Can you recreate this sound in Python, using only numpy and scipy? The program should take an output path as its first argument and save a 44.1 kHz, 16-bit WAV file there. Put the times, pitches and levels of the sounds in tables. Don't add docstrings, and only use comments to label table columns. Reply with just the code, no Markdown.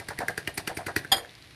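import sys
import numpy as np
from scipy import signal
from scipy.fft import rfft, irfft
from scipy.io import wavfile

SR = 44100
rng = np.random.default_rng(int(sys.argv[2]) if len(sys.argv) > 2 else 0)


def to_wav(sig):
    pcm = np.clip(np.atleast_2d(sig), -1, 1) * 32767
    pcm = np.round(pcm).astype(np.int16)
    wavfile.write(sys.argv[1], SR, pcm.T)


N = 68355
t = np.arange(N) / SR
age = t[:SR // 3]

# freq_hz, gain_db
ROOM_TONE_SPECTRUM = [(25, -30), (60, -2.5), (120, 1), (200, -13), (320, -8), (600, -19), (1200, -22.5),
                      (3000, -67)]
# freq_hz, gain_db
SIZZLE_SPECTRUM = [(1000, -11), (2100, -1), (3000, -5.5), (4300, -5), (7500, -20), (9800, -15.5),
                   (12800, -21.5), (13400, -57)]
# start_s, level_db, pitch_hz
KNOCK_AND_TICKS = [(1.2483, -41.5, 1620), (1.2935, -48.5, 3600), (1.3522, -49.5, 4440), (1.424, -50, 4300)]
# freq_hz, gain_db
SWIRL_SPECTRUM = [(30, -37), (115, 12.5), (220, -2), (700, -1), (1100, -11), (1700, -30), (3000, -27),
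                  (7000, -26), (9800, -14.5), (13400, -40)]
# start_s, length_s, level_db
EGG_SLOSHES = [(.008, .025, -41.5), (0.103, .022, -32), (0.202, .036, -25.5), (0.293, .018, -32),
               (0.396, .025, -47), (0.485, 0.018, -39.5), (0.594, 0.013, -40.5), (.694, .026, -31.5),
               (0.786, 0.037, -31.5), (0.88, 0.029, -28), (0.984, 0.035, -44.5)]
# freq_hz, gain_db
SPLASH_SPECTRUM = [(100, -21), (400, -12), (700, 9), (1100, -7), (1700, 0), (2800, -31.5), (5000, -25),
                   (7500, -30), (9600, -23.5), (13000, -46)]
# freq_hz, gain_db
SPRAY_SPECTRUM = [(800, 2), (2200, 1.5), (4500, 6), (7300, -5.5), (9700, -1), (13500, -9)]
# start_s, length_s, level_db, pitch_hz
GLAZE_RUBS = [(.177, 0.023, -32, 1795), (0.539, 0.032, -41.5, 9900), (0.746, 0.059, -41, 9360)]
# start_s, ring_db, clatter_db
RIM_BOUNCES = [(1.1175, -11, -27), (1.1226, -10.5, -18), (1.1375, -50, -26), (1.167, -31.5, -32),
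               (1.1800, -52, -31.5)]
# pitch_hz, gain_db, t60_s
BARE_RIM_MODES = [(770, -12, .13), (1800, -12, .06), (3178, -6, .08), (3232, 1, .125), (3303, -1, .055),
                  (3421, -6, .045), (3544, -9, .045), (4560, -11, .04), (4908, -8, .055), (4967, -6, .13),
                  (6843, -12, .08), (6935, -12, .06), (9372, -11, .06), (11542, -16, .10)]
# freq_hz, gain_db
CLATTER_SPECTRUM = [(60, -1.5), (130, 3), (250, -3.5), (700, 3), (1200, 0.5), (2000, 3), (2600, -8),
                    (4700, -1.5), (5900, -27), (7800, -13), (9200, 2), (10600, -11), (12500, -7),
                    (14000, -47)]
# freq_hz, gain_db
BOOM_SPECTRUM = [(50, -18), (130, -8), (400, 5.5), (720, 9), (1300, -18), (3000, -28)]
# start_s, knock_db, knock_hz, click_db, thump_db, scrape_s, clack_db
FORK_STROKES = [(-.005, -32, 1820, -36, -38.5, 0.0082, -62), (.0855, -32.5, 1626, -32, -34.5, 0.0036, -66),
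                (.1880, -34.5, 1687, -30, -33.5, 0.0017, -53),
                (0.2826, -23.5, 1610, -28.5, -33, 0.0016, -69),
                (.3770, -26.5, 1630, -30, -30.5, 0.001, -45),
                (0.4739, -28.5, 1824, -31, -31, 0.0036, -29.5),
                (0.5758, -31, 2053, -25.5, -29, 0.0057, -45),
                (.6740, -30.5, 1590, -26.5, -33.5, 0.007, -31.5),
                (0.7696, -32, 2107, -31.5, -31.5, 0.0096, -60),
                (0.864, -35, 1497, -31.5, -31, 0.011, -42.5), (.9630, -21, 1923, -21.5, -24.5, 0.0013, -68),
                (1.046, -33.5, 1564, -47, -40.5, 0.006, -60)]
# freq_hz, gain_db
CLICK_SPECTRUM = [(40, -4), (300, 2.5), (600, 0.5), (1200, -0.5), (2000, 10), (3200, -7), (4700, -1.5),
                  (7200, -9), (9600, -0.5), (10800, -8), (14000, -11.5)]
# pitch_hz, gain_db, t60_s
FORK_MODES = [(4170, -5, .03), (4690, 0, .035), (5750, -4, .03), (8020, -10, .025), (9600, -3, .02),
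              (11540, -12, .04), (13720, -3, .025)]
# ratio_to_knock_pitch, gain_db, t60_s
WALL_MODES = [(.88, -6, .025), (1, 0, .03), (1.11, -3, .022), (1.27, -6, .022)]
# pitch_hz, gain_db, t60_s
HARD_HIT_MODES = [(2438, 7, 0.026), (2854, 17, 0.013), (3176, 6, 0.017)]
# pitch_hz, gain_db, t60_s
BOWL_MODES = [(102.6, -0.5, 0.067), (150.6, -4.5, 0.091), (316.7, 9, 0.025), (424.7, 0.5, 0.054)]


def amp(db):
    return 10 ** (np.asarray(db) / 20)


def level(x, db):
    return x * amp(db) / np.std(x)


def strength(x, db, window_s=.005):
    return x * amp(db) * np.sqrt(window_s * SR / np.sum(x ** 2))


def fade(t60):
    return np.exp(-np.log(1000) * age / t60)


def swell(attack_s, length_s):
    return np.minimum(age / attack_s, 1) * np.exp(-(age / length_s) ** 2)


def add(out, at, x):
    i = int(round(at * SR))
    x, i = x[max(-i, 0):], max(i, 0)
    out[i:i + len(x)] += x[:len(out) - i]


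def colour(x, spectrum, size=4096):
    hz, db = np.array(spectrum).T
    freqs = np.maximum(np.fft.rfftfreq(size, 1 / SR), 1)
    gain = amp(np.interp(np.log(freqs), np.log(hz), db))
    cepstrum = irfft(np.log(gain))
    cepstrum[1:size // 2] *= 2
    cepstrum[size // 2 + 1:] = 0
    return signal.fftconvolve(x, irfft(np.exp(rfft(cepstrum))))[:len(x)]


def band(x, hz, width):
    return signal.lfilter(*signal.iirpeak(hz, 1 / width, SR), x)


def ring(modes, scale=1, attack_s=.0005, scatter_db=1):
    out = np.zeros(len(age))
    for k, (hz, db, t60) in enumerate(modes):
        gain = (-1) ** k * amp(db + scatter_db * rng.standard_normal())
        out += gain * fade(t60) * np.sin(2 * np.pi * hz * scale * age)
    return out * (1 - np.exp(-age / attack_s))


def grit(size, spread_db):
    return rng.standard_normal(size) * amp(spread_db * np.minimum(rng.exponential(size=size), 3.5))


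def room_tone():
    return level(colour(rng.standard_normal(N), ROOM_TONE_SPECTRUM), -56.5)


def reflections(direct, wet_db=-8.5, t60_s=.25, treble_t60_s=.22, treble_db=-5.5, gap_s=.0051):
    noise = irfft(np.exp(2j * np.pi * rng.random(len(age) // 2 + 1)), len(age))
    low = signal.sosfiltfilt(signal.butter(2, 2500, fs=SR, output="sos"), noise)
    treble = amp(treble_db) * (noise - low)
    tail = (low * fade(t60_s) + treble * fade(treble_t60_s)) * (age > gap_s)
    tail /= np.linalg.norm(fade(t60_s)) * np.std(noise)
    return direct + amp(wet_db) * signal.fftconvolve(direct, tail)[:N]


def frying_pan(crackles_per_s=250):
    hiss = colour(rng.standard_normal(N), SIZZLE_SPECTRUM)
    pops = rng.standard_normal(N) * (rng.random(N) < crackles_per_s / SR)
    return level(hiss, -55.5) + level(colour(pops, SIZZLE_SPECTRUM), -59.5)


def knock_and_ticks():
    out = np.zeros(N)
    for at, db, hz in KNOCK_AND_TICKS:
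        burst = rng.standard_normal(len(age)) * fade(.0087)
        add(out, at, strength(band(burst, hz, width=.2), db))
    return out


def egg_swirl(stop_s=1.104, settle_s=.029):
    moving = np.clip(1 - (t - stop_s) / settle_s, 0, 1)
    return moving * level(colour(grit(N, spread_db=3.5), SWIRL_SPECTRUM), -53)


def bubbles(length_s, per_s=1200, centre_hz=835, log_spread=.432, cycles=17, rise=.19, most=80):
    out = np.zeros(len(age))
    draws = rng.random((most, 3))
    pitches = centre_hz * np.exp(log_spread * rng.standard_normal(most))
    count = max(int(per_s * length_s), 1)
    for (when, size, polarity), hz in zip(draws[:count], pitches):
        life_s = cycles / hz
        turns = np.cumsum(hz * (1 + rise * np.minimum(age / life_s, 1))) / SR
        gain = (.64 + size) * np.sign(polarity - .5)
        add(out, when * length_s, gain * fade(life_s) * np.sin(2 * np.pi * turns))
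    return out


def egg_sloshes():
    out = np.zeros(N)
    for at, length_s, db in EGG_SLOSHES:
        add(out, at, strength(bubbles(length_s), db - 2.5))
        splash = grit(len(age), spread_db=4.5) * swell(.001, length_s)
        add(out, at, strength(colour(splash, SPLASH_SPECTRUM), db + 1.5))
    return out


def droplets(length_s=.021):
    return colour(grit(len(age), spread_db=-1.5) * np.exp(-(age / length_s) ** 2), SPRAY_SPECTRUM)


def tine_swish():
    dying_noise = rng.standard_normal(len(age)) * fade(.013)
    return colour(dying_noise[::-1], CLICK_SPECTRUM)


def fork_rubs(width=.18):
    out = np.zeros(N)
    for at, length_s, db, hz in GLAZE_RUBS:
        friction = rng.standard_normal(len(age)) * swell(.0016, length_s)
        add(out, at, strength(band(band(friction, hz, width), hz, width), db))
    return out


def fork_drop():
    out = np.zeros(N)
    for at, ring_db, clatter_db in RIM_BOUNCES:
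        add(out, at, strength(ring(BARE_RIM_MODES, scatter_db=3), ring_db))
        clatter = grit(len(age), spread_db=.5) * fade(.075)
        add(out, at, strength(colour(clatter, CLATTER_SPECTRUM), clatter_db))
        boom = rng.standard_normal(len(age)) * fade(.36)
        add(out, at, strength(colour(boom, BOOM_SPECTRUM), clatter_db - 9.5))
    return out


def tine_click(scrape_s, t60_s=.032):
    rise = np.minimum(age / (.5 * scrape_s), 1)
    fall = np.minimum(fade(t60_s) / fade(t60_s)[int(scrape_s * SR / 2)], 1)
    return colour(grit(len(age), spread_db=-.5) * rise * fall, CLICK_SPECTRUM)


def fork_strokes(tine_detune=.008, bowl_detune=.034, thump_lag_s=.0015, spray_lag_s=.012):
    out = np.zeros(N)
    for at, knock_db, knock_hz, click_db, thump_db, scrape_s, clack_db in FORK_STROKES:
        add(out, at, strength(tine_click(scrape_s), click_db))
        tine_tuning = 1 + tine_detune * rng.standard_normal()
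        tines = ring(FORK_MODES, tine_tuning, attack_s=.083 * scrape_s, scatter_db=2.5)
        add(out, at, strength(tines, click_db - 8.5))
        knock = ring(WALL_MODES, knock_hz, attack_s=scrape_s, scatter_db=2.5)
        add(out, at, strength(knock, knock_db))
        add(out, at, strength(ring(HARD_HIT_MODES, attack_s=scrape_s), clack_db))
        thump = ring(BOWL_MODES, 1 + bowl_detune * rng.standard_normal(), attack_s=.0035)
        add(out, at + thump_lag_s, strength(thump, thump_db))
        add(out, at + spray_lag_s, strength(droplets(), click_db - 11.5))
        add(out, at - len(age) / SR, strength(tine_swish(), click_db - 14.5))
    return out


def scene():
    direct = fork_strokes() + fork_rubs() + egg_sloshes() + fork_drop() + frying_pan() + knock_and_ticks()
    mono = reflections(direct) + egg_swirl() + room_tone()
    return np.array([mono, mono])


def record(dry, top_hz=14050):
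    return signal.sosfilt(signal.ellip(10, .2, 70, top_hz, fs=SR, output="sos"), dry)


dry = scene()
out = record(dry)
to_wav(out)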